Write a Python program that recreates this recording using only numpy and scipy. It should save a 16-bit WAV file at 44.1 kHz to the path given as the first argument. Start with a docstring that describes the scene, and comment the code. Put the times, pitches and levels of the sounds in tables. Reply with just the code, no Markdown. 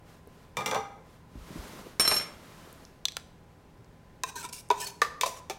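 """A small kitchen: a cook empties tins of chicken into a bowl, with a fridge humming behind.
An empty tin clatters down on the stove grate; a sleeve rustles and footsteps thud as the next tin is fetched.
That tin rattles against glassware; then a steel spoon ticks on its rim, knocks and scrapes inside.
Ringing modes make the metal and glass, shaped noise the snaps, cloth and thuds, sines the hum and squeaks;
a wall echo and a diffuse tail put the kitchen around the handled sounds."""
import sys
import numpy as np
from scipy import signal
from scipy.fft import rfft, irfft, next_fast_len
from scipy.io import wavfile
from scipy.ndimage import map_coordinates

SR = 44100
rng = np.random.default_rng(int(sys.argv[2]) if len(sys.argv) > 2 else 0)


def unload_wav(signal):
    """Save mono or channel-first audio to the path in sys.argv[1] as 16-bit WAV at rate SR, clipped to [-1, 1]."""
    wavfile.write(
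        sys.argv[1],
        SR,
        np.round(np.clip(np.atleast_2d(signal).T, -1, 1) * 32767).astype(np.int16),
    )


N = 246254

# The spoon knocks inside the tin; spoon, meat and grip retune it: t/s, relative level/dB,
# brightness/(dB per octave), spot f/Hz, cavity f/Hz, bottom f/Hz, ring length/factor, buzz level/dB
SPOON_KNOCKS = [(4.2355, -37.5, 3, 1070, 447, 998, 1.1, -28),
                (4.702, -31, -3.2, 890, 418.5, 991, 1.27, -11), (4.712, -36, -1, 670, 434, 970, 0.55, -22),
                (5.0173, -28, -1.13, 1323, 458, 1177, 1, -5),
                (5.211, -34.5, 2.5, 4650, 434, 996, 0.79, -10.5),
                (5.233, -33, -1, 833, 524, 1005, 1.17, -7), (5.26, -40, 2.7, 535, 573, 1094, 1, 19),
                (5.498, -41.5, 1.7, 470, 410, 910, 1.7, -10.5), (5.506, -44, -.5, 605, 404, 790, 1.4, 4)]
# Balance of the held tin's registers, hollow, bottom, wall, rim, edge: level/dB
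HELD_BALANCE_DB = [-1.4, -0.42, -0.9, 3.5, -0.33]
# Colour of the snap of hard metal contact, here and on rim and grate: f/Hz, level/dB
SNAP_COLOUR = [(100, -25), (400, -0.5), (2500, 4), (7000, 4), (11000, -4), (16000, -6)]
WALL_OVER_BOTTOM = 1.53  # pitch ratio of the tin's wall to its bottom


def spoon_in_tin():
    """The spoon digs in: a snap of noise and damped modes of the held tin, bent by the moving contact."""
    out = np.zeros(N)
    for s, db, brightness, spot_hz, cavity_hz, bottom_hz, ring_length, buzz_db in SPOON_KNOCKS:
        snap = amp(-1.5) * crack(SNAP_COLOUR, t60=0.013, buzz_db=buzz_db, buzz_t60=0.15)
        modes = held_tin(cavity_hz, bottom_hz, WALL_OVER_BOTTOM * bottom_hz, ring_length)
        blow = glide(ring(modes, scatter_db=1.5, detune=.005), depth=.015)
        knock = registers(blow + snap, db, brightness, HELD_BALANCE_DB, spot_hz)
        add(out, s, amp(-2) * knock)
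    return out


# Fixed modes of the held tin with the spoon in it: f/Hz, level/dB, t60/s before the ring length
SPOON_TIN_MODES = [(657, -8.5, 0.071), (1772, -4.5, 0.05), (2352, -0.5, 0.046), (2572, -4, 0.057),
                   (3480, -4.5, 0.042), (3737, -2, 0.055), (5260, -10, 0.05), (5840, 1.5, 0.023),
                   (6400, -4, 0.051), (7050, -22, 0.035), (8700, -1, 0.017)]


def held_tin(cavity_hz, bottom_hz, wall_hz, ring_length):
    """Air cavity, drumming bottom and flexing wall join the fixed modes; a looser grip rings longer."""
    modes = [(cavity_hz, -1, .07), (bottom_hz, 6, .05), (wall_hz, 1, .05)] + list(SPOON_TIN_MODES)
    return [(hz, db, t60 * ring_length) for hz, db, t60 in modes]


# Spoon strokes along the wall:
# t/s, length/s, grit level/dB, tin resonance level/dB, easing of the pressure after the bite/dB
STROKES = [(4.27, .036, -48.5, -46.5, -3), (4.353, 0.072, -42, -44, 4), (4.425, .043, -43, -44.5, 1.5),
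           (4.484, .018, -48.5, -53, -4), (4.524, 0.09, -35.5, -51.5, 19.5),
           (4.741, 0.066, -59, -61, -15.5), (4.797, 0.064, -36, -47, 4), (4.864, 0.043, -35.5, -47, 19),
           (5.258, 0.14, -39.5, -53, 14.5)]
# Colour of the crowd of high wall modes under the spoon: f/Hz, level/dB
GRIT_COLOUR = [(300, -23), (1600, -25), (2500, 0), (3400, -3.5), (4200, -6), (5600, 1), (8000, -1.5),
               (11000, -8), (16000, -11)]
STROKE_ATTACK_S, STROKE_RELEASE_S = 0.0035, 0.0071
BITE_S = 0.047  # the edge bites first, then the pressure settles with this time constant


def scrapes():
    """Irregular slips of the spoon's edge excite the tin's low modes and its crowd of high wall modes."""
    out = np.zeros(N)
    for s, length, grit_db, tin_db, easing_db in STROKES:
        size = int(length * SR)
        t = np.arange(size) / SR
        ends = np.clip(np.minimum(t / STROKE_ATTACK_S, (length - t) / STROKE_RELEASE_S), 0, 1)
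        pressure = ends * amp(-easing_db * (1 - np.exp(-t / BITE_S)))
        sparse = (rng.random(size) < 1800 / SR) * rng.standard_normal(size)  # about 1800 slips a second
        slips = sparse + 0.16 * rng.standard_normal(size)
        slips *= pressure * amp(1.3 * wobble(233, size) + 2.2 * wobble(43, size))
        wall = coloured(rng.standard_normal(SR // 2) * fade(0.025), GRIT_COLOUR)
        body = ring(held_tin(434, 938, 1516, ring_length=1.0), scatter_db=-1, detune=0.043)
        for db, response in (grit_db, wall), (tin_db, body):
            sound = glide(signal.fftconvolve(slips, response), depth=0.01284)
            # The energy follows the pressure, whatever the response's own gain.
            add(out, s, amp(db) * sound * np.linalg.norm(pressure) / np.linalg.norm(sound))
    return out


# The spoon's edge catches and sings: t/s, starting f/Hz, level/dB
SQUEAKS = [(4.346, 1007, -44.5), (4.366, 1610, -47), (4.425, 1376, -49.5), (4.44, 1017, -43),
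           (4.812, 1820, -47), (4.85, 4500, -44)]
SQUEAK_S = .036
SQUEAK_SAG = 0.059  # share of its pitch that a squeak loses over its length


def squeaks():
    """Where the slips lock onto a mode, the tin sings briefly as an unsteady sine and sags in pitch."""
    out = np.zeros(N)
    size = int(SQUEAK_S * SR)
    for s, hz, db in SQUEAKS:
        sag = np.linspace(1, 1 - SQUEAK_SAG, size)
        pitch = hz * sag * (1 + 0.0065 * wobble(350, size))
        tone = np.sin(2 * np.pi * np.cumsum(pitch) / SR)
        add(out, s, amp(db) * unit(np.hanning(size) * tone))
    return out


# The spoon taps the rim of the full tin:
# t/s, relative level/dB, brightness/(dB per octave), spot f/Hz, ring level/dB, loss per bounce/dB
RIM_TAPS = [(3.054, -42, 5.5, 3100, 5, 11.5), (3.168, -39.5, 1.5, 2210, -7, 31)]
# Modes of the full tin, short because meat and hand damp it: f/Hz, level/dB, t60/s
FULL_TIN_MODES = [(1335, -10, .025), (1690, -10, .03), (3470, -1, .028), (3720, 0, .02), (4020, 0, .018),
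                  (4400, -3, .012), (4900, -3, .012), (5650, 3, .012), (6160, 3, .016), (7800, -11, .012),
                  (10800, -13, .012)]
# Balance of the five registers when the rim is tapped: level/dB
RIM_BALANCE_DB = [-0.35, 0, -1, 0.14, 1.2]
BOUNCE_S, BOUNCE_STRETCH = .03, 1.15  # first flight; the flights lengthen as the hand lifts


def spoon_on_rim():
    """The spoon lands three times per tap on the full tin, whose damped modes sound under a short snap."""
    out = np.zeros(N)
    for s, db, brightness, spot_hz, ring_db, loss_db in RIM_TAPS:
        for k in range(3):
            snap = crack(SNAP_COLOUR, t60=0.0055, buzz_db=-28, buzz_t60=0.091)
            blow = ring(FULL_TIN_MODES, scatter_db=2, detune=.012)
            mixed = amp(ring_db) * blow + snap
            tap = registers(mixed, db - k * loss_db, brightness, RIM_BALANCE_DB, spot_hz)
            add(out, s + BOUNCE_S * k ** BOUNCE_STRETCH, amp(-2.5) * tap)
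    return out


# The empty tin rocks on the grate: t/s, relative level/dB, brightness/(dB per octave)
SET_DOWN = [(.569, -33.5, -0.5), (.607, -40, -3), (.66, -32.5, 1), (.712, -33, -1.5), (.746, -37, -0.5),
            (.755, -38, -4)]
# Modes of the empty tin, free to ring: f/Hz, level/dB, t60/s
EMPTY_TIN_MODES = [(440.5, -5.5, 0.31), (527, 0, 0.14), (809, -4.5, 0.34), (858.6, 2, 0.21),
                   (1061, -5, 0.19), (1188, -2.5, 0.24), (1244, 2, 0.33), (958, -2, 0.19), (690, -20, 0.28),
                   (1393, -6, 0.43), (1638, -3.5, 0.41), (2070, -7, 0.52), (2295, -5.5, 0.47),
                   (2352, 9, 0.12), (2865, 1.5, 0.17), (3444, 15.5, 0.033), (3600, 6, 0.13),
                   (4100, -26, .35), (5960, 4, 0.24), (7260, -10, .25)]
# Balance of the empty tin's five registers: level/dB
EMPTY_BALANCE_DB = [-5, -0.5, -3, 0.5, -4]
REBOUND_S = .014  # mean time to the second landing
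REBOUND_LOSS_DB, REBOUND_DULLING = 6.5, 3.3  # the second landing is weaker, and duller in dB per octave


def empty_tin():
    """The empty tin rocks on the stove grate, buzzing and ringing freely; each contact rebounds once."""
    out = np.zeros(N)
    for s, db, brightness in SET_DOWN:
        for k in range(2):
            buzz = crack(SNAP_COLOUR, t60=0.016, buzz_db=-11.0, buzz_t60=0.21)
            blow = glide(ring(EMPTY_TIN_MODES, scatter_db=4, detune=.012), depth=.005)
            level, tilt = db - k * REBOUND_LOSS_DB, brightness - k * REBOUND_DULLING
            landing = registers(blow + buzz, level, tilt, EMPTY_BALANCE_DB)
            add(out, s + k * REBOUND_S * rng.uniform(.6, 1.4), landing)
    return out


GRATE_HZ, GRATE_DB = 210, -6  # level relative to the tin's contact


def grate():
    """The stove grate thuds under each contact of the empty tin: low noise around one pitch."""
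    out = np.zeros(N)
    for s, db, _ in SET_DOWN:
        add(out, s, thud(db + GRATE_DB, GRATE_HZ, t60=0.28))
    return out


# A tin's hollow body clunks as it falls flat or comes free: t/s, relative level/dB, f/Hz
CLUNKS = [(.724, -28, 880), (.748, -23, 850), (2.114, -22.5, 770)]


def hollow_clunks():
    """The hollow body of a tin answers with a short puff of noise around its pitch."""
    out = np.zeros(N)
    for s, db, hz in CLUNKS:
        add(out, s, thud(db, hz, t60=0.086))
    return out


# Modes of the glass: f/Hz, level/dB, t60/s
GLASS_MODES = [(4103, -12, .3), (5426, 0, .25), (5515, -21, .15), (6490, -20, .45), (7381, -17, .4),
               (7425, -24, .25), (8865, -10, .3), (10540, -27, .25), (11225, -19, .18), (11290, -10, .22),
               (12508, -19, .3), (12812, -27, .3), (15162, -23, .18)]
# Modes of the tin knocking on it: f/Hz, level/dB, t60/s
RATTLE_MODES = [(490, -4, 0.047), (644, -0.5, 0.082), (945, -3, 0.025), (1287, 4, 0.077), (1707, -29, .07),
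                (2270, 4, .08), (3010, -7.5, .12), (2980, -29, .1)]
# Colour of the noise of tin on glass: f/Hz, level/dB
RATTLE_COLOUR = [(60, -18), (160, 5.5), (600, 2.5), (2200, 3.5), (4000, -0.5), (8000, -12), (16000, -26)]
GRIP_S = 2.19  # the hand closes and stills the glass


def glassware():
    """The lifted tin chatters against glass; each touch keeps the same ring going at a new strength."""
    tin = np.zeros(N)
    t = np.arange(N) / SR
    swing = np.zeros((len(GLASS_MODES), N))  # amplitude of every glass mode over time
    hz, mode_db, t60 = np.transpose(GLASS_MODES)[:, :, None]
    for s, ring_db, rattle_db in glass_touches():
        share = amp(mode_db + 4.04 * rng.standard_normal(hz.shape))  # energy is divided anew at each touch
        touch = amp(ring_db + 1.5) * share / np.linalg.norm(share) * fade(t60)
        span = swing[:, round(s * SR):][:, :touch.shape[1]]
        span[:] = np.hypot(0.78 * span, touch)  # the contact also checks the old vibration
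        body = ring(RATTLE_MODES, scatter_db=5.0, detune=0.065)
        rattle = amp(-6.0) * body + crack(RATTLE_COLOUR, t60=0.01, buzz_db=-9, buzz_t60=0.13)
        add(tin, s, amp(rattle_db - 0.5) * unit_attack(rattle))
    # Light grazing contact makes every mode flutter in level and phase.
    flutter, drift = np.array([[wobble(70, N), wobble(55, N)] for _ in GLASS_MODES]).transpose(1, 0, 2)
    tones = np.sin(2 * np.pi * (hz * t + rng.random(hz.shape)) + 0.34 * drift)
    glass = swing * amp(2.9 * flutter) * tones
    grip = amp(-8 * np.clip((t - GRIP_S) / 0.006, 0, 1))
    return grip * glass.sum(axis=0), tin


# The tin bumps the glass: t/s, relative glass ring level/dB, relative tin rattle level/dB
GLASS_HITS = [(1.997, -16, -24.5), (2.009, -33.5, -29), (2.051, -26.5, -31.5), (2.077, -17, -28),
              (2.114, -30, -26.5), (2.121, -22.5, -34), (2.164, -27, -34)]
CHATTER_PER_S, CHATTER_END_S = 42, 2.212
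CHATTER_RING_DB, CHATTER_RATTLE_DB = -28, -37.5  # relative, as for the firm bumps


def glass_touches():
    """The firm bumps and the light, uneven chatter among them, in order of time."""
    times = np.arange(GLASS_HITS[0][0] + 1 / CHATTER_PER_S, CHATTER_END_S, 1 / CHATTER_PER_S)
    uneven = [s + rng.uniform(-.5, .5) / CHATTER_PER_S for s in times]
    chatter = [(s, CHATTER_RING_DB, CHATTER_RATTLE_DB) for s in uneven]
    return sorted(chatter + [tuple(hit) for hit in GLASS_HITS])


# Small wet clicks of meat and fingers on the tin: t/s, level/dB, f/Hz
TICKS = [(0.2735, -64, 12500), (2.728, -56, 12300), (2.851, -53.5, 6900), (3.8453, -67.5, 5830),
         (4.688, -58, 9100)]


def wet_clicks():
    """Meat and fingers click on the tin: very short puffs of noise around a high pitch."""
    out = np.zeros(N)
    for s, db, hz in TICKS:
        puff = band(rng.standard_normal(SR // 2) * fade(0.0068), hz / 1.53, hz * 1.2)
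        add(out, s, amp(db) * unit_attack(puff))
    return out


# Dull bumps of body and tin: t/s, relative level/dB, f/Hz
BUMPS = [(.272, -43, 340), (1.502, -40, 220), (1.861, -38.5, 292.5), (2.672, -48.5, 700), (3.789, -49, 151)]
BUMP_CYCLES = 18  # bumps and heel thuds fall by 60 dB within this many cycles


def bumps():
    """Body and tin bump dully: puffs of noise that die faster the higher they sound."""
    out = np.zeros(N)
    for s, db, hz in BUMPS:
        add(out, s, thud(db, hz, BUMP_CYCLES / hz))
    return out


# Footsteps: t/s, relative level/dB
STEPS = [(1.352, -38), (1.557, -34.5)]
HEEL_HZ, FLOOR_HZ, FLOOR_DB, FLOOR_T60_S = 200, 55, -2, .22  # floor level is relative to the heel


def footsteps():
    """Each step is a heel thud over the lower, longer boom of the floor."""
    out = np.zeros(N)
    for s, db in STEPS:
        heel = thud(db, HEEL_HZ, BUMP_CYCLES / HEEL_HZ)
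        floor = thud(db + FLOOR_DB, FLOOR_HZ, FLOOR_T60_S)
        add(out, s, heel + floor)
    return out


# Arm movements, each swelling and fading with the arm's speed: t/s, length/s, peak level/dB
SLEEVE = [(0, 0.25, -58), (0.182, 0.42, -62), (.98, .28, -61.5), (1.223, 0.89, -46.5), (1.949, 1.195, -53)]
# Colour of the cloth: f/Hz, level/dB
CLOTH_COLOUR = [(88, -32), (150, -4.5), (649, -9.5), (716, -13), (1080, -10.5), (2500, -18.5),
                (4860, -21.5), (10200, -27.5), (13200, -28), (16000, -34.5)]


def sleeve():
    """Cloth slides over the apron as the arm moves: coloured noise that follows the arm's speed."""
    speed = np.zeros(N)
    for s, length, db in SLEEVE:
        add(speed, s, amp(db) * np.hanning(int(length * SR)))
    return speed * amp(0.7 * wobble(50, N)) * coloured(rng.standard_normal(N), CLOTH_COLOUR)


# Lines of the fridge's hum: f/Hz, relative level/dB
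HUM = [(80.7, -64.5), (118.4, -67), (161.5, -64), (823.6, -74.5), (1023, -72.5)]
# Colour of the room tone: f/Hz, level/dB
ROOM_TONE_COLOUR = [(12, -34), (20, -5), (74, -7), (168, -7.5), (222, -9.5), (241, -8), (357, -15),
                    (388, -11.5), (678, -18), (923, -20), (1000, -17), (1120, -24), (1570, -24.5),
                    (3070, -32.5), (16000, -46)]


def fridge():
    """Behind it all, the slightly unsteady sine lines of a compressor over coloured-noise room tone."""
    t = np.arange(N) / SR
    hum = sum(amp(db) * np.sqrt(2) * np.sin(2 * np.pi * hz * t + .5 * wobble(3, N)) for hz, db in HUM)
    return amp(-0.5) * hum + amp(-56.0) * coloured(rng.standard_normal(N), ROOM_TONE_COLOUR)


# Reverberation of the kitchen: f/Hz, t60/s
KITCHEN = [(150, 0.69), (1000, 0.63), (3000, 0.49), (7000, 0.46), (15000, 0.36)]


def kitchen(x, wall_db, wall_s):
    """A hard wall echoes once; the diffuse tail is decaying noise, drawn anew for each quarter second."""
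    out = np.zeros(N)
    step = SR // 4
    for start in range(0, N, step):
        hz, t, z = signal.stft(rng.standard_normal(SR * 3 // 4), SR, nperseg=256)
        decay = np.exp(-np.log(1000) * t / along(KITCHEN, hz)[:, None])
        build_up = 1 - np.exp(-t / 0.0097)
        tail = signal.istft(z * decay * build_up, SR, nperseg=256)[1]
        add(out, start / SR, signal.fftconvolve(x[start:start + step], tail / np.linalg.norm(tail)))
    add(out, wall_s, amp(wall_db) * x)
    return out


# Edges of a tin's five registers, hollow, bottom, wall, rim, edge: f/Hz
REGISTER_EDGES = [330, 750, 1150, 2000, 4800, 15500]
SPOT_DB, SPOT_OCTAVES = 15, 0.49  # boost of the register under the contact, and its reach


def registers(blow, db, brightness, balance_db=(0, 0, 0, 0, 0), spot_hz=None):
    """A harder contact tilts the tin's registers toward the treble; the spot it lands on stands out."""
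    lo, hi = np.array(REGISTER_EDGES[:-1]), np.array(REGISTER_EDGES[1:])
    octave = np.log2(lo * hi) / 2
    levels = db + np.array(balance_db) + brightness * (octave - np.median(octave))
    if spot_hz:
        levels = levels + SPOT_DB * np.exp(-((octave - np.log2(spot_hz)) / SPOT_OCTAVES) ** 2)
    return sum(amp(level) * unit_attack(band(blow, a, b)) for level, a, b in zip(levels, lo, hi))


def ring(modes, scatter_db, detune=0):
    """Modes struck at a new spot; pressure on thin metal shifts their pitch."""
    t = np.arange(SR // 2) / SR
    chance = rng.standard_normal((len(modes), 3))
    total = np.zeros(SR // 2)
    for (hz, db, t60), (level, shift, phase) in zip(modes, chance):
        tone = np.sin(2 * np.pi * (hz * (1 + detune * shift) * t + phase))
        total += amp(db + scatter_db * level) * fade(t60) * tone
    return unit_attack(total)


def crack(spectrum, t60, buzz_db, buzz_t60):
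    """The noise of a contact: a sharp snap, then the buzz of loose metal."""
    envelope = fade(t60) + amp(buzz_db) * fade(buzz_t60)
    return unit_attack(coloured(rng.standard_normal(SR // 2), spectrum) * envelope)


def glide(x, depth):
    """A moving contact bends the pitch of the thin metal: x is read at an unsteady speed."""
    position = np.cumsum(1 + depth * wobble(40.3, len(x)))
    return map_coordinates(x, [position], order=3)


def thud(db, hz, t60):
    """A dull puff of noise around one pitch, peaking 2.5 dB above db."""
    x = band(rng.standard_normal(SR // 2) * fade(t60), hz / 1.964, hz * 1.45)
    return amp(db + 2.5) * x / np.abs(x).max()


def amp(db):
    """Decibels to amplitude."""
    return 10 ** (np.asarray(db) / 20)


def unit(x):
    """Scale x to rms 1."""
    return x / np.sqrt(np.mean(x ** 2) + 1e-20)


def unit_attack(x):
    """Scale a blow to rms 1 over its first hundredth of a second."""
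    return x / np.sqrt(np.mean(x[:SR // 100] ** 2) + 1e-20)


def along(points, hz):
    """Interpolate (Hz, value) points on a log frequency axis."""
    f, v = np.transpose(points)
    return np.interp(np.log(hz + 1), np.log(f + 1), v)


def add(track, s, x):
    """Mix x into the track from time s."""
    part = track[max(round(s * SR), 0):][:len(x)]
    part += x[:len(part)]


def coloured(x, spectrum):
    """x through a (Hz, dB) colour, at rms 1."""
    gain = amp(along(spectrum, np.fft.rfftfreq(len(x), 1 / SR)))
    return unit(irfft(rfft(x) * gain, len(x)))


def band(x, lo, hi):
    """Causal band-pass."""
    return signal.sosfilt(signal.butter(3, [lo, min(hi, .49 * SR)], "band", fs=SR, output="sos"), x)


def wobble(rate, size):
    """A smooth random curve, rate knots a second."""
    knots = rng.standard_normal(int(size * rate / SR) + 4)
    return map_coordinates(knots, [np.arange(size) * rate / SR])


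def fade(t60):
    """Half a second of exponential decay, falling 60 dB in t60 seconds."""
    return np.exp(-np.log(1000) * np.arange(SR // 2) / SR / t60)


def scene():
    """Direct sound of every source, plus the kitchen's answer to all but cloth and fridge."""
    stove, rim = empty_tin(), spoon_on_rim()
    glass, rattle = glassware()
    spoon = spoon_in_tin() + scrapes() + squeaks()
    small = wet_clicks() + footsteps() + bumps() + grate() + hollow_clunks()
    sent = amp(-11.5) * stove + amp(-36) * glass + amp(-8) * rattle
    sent += amp(-18.0) * rim + amp(-14) * (spoon + small)
    room = kitchen(sent, wall_db=-8.5, wall_s=0.03)
    return (stove + glass + rattle + rim + spoon + small + room + sleeve() + fridge())[None]


TOP_HZ = 16000


def record(dry):
    """The microphone channel falls away steeply above its band limit, 1 dB every 15 Hz."""
    size = next_fast_len(N + SR // 2)
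    hz = np.fft.rfftfreq(size, 1 / SR)
    gain = amp(-np.logaddexp(0, (hz - TOP_HZ) / 15))
    return irfft(rfft(dry, size) * gain, size)[:, :N]


dry = scene()
out = record(dry)
unload_wav(out)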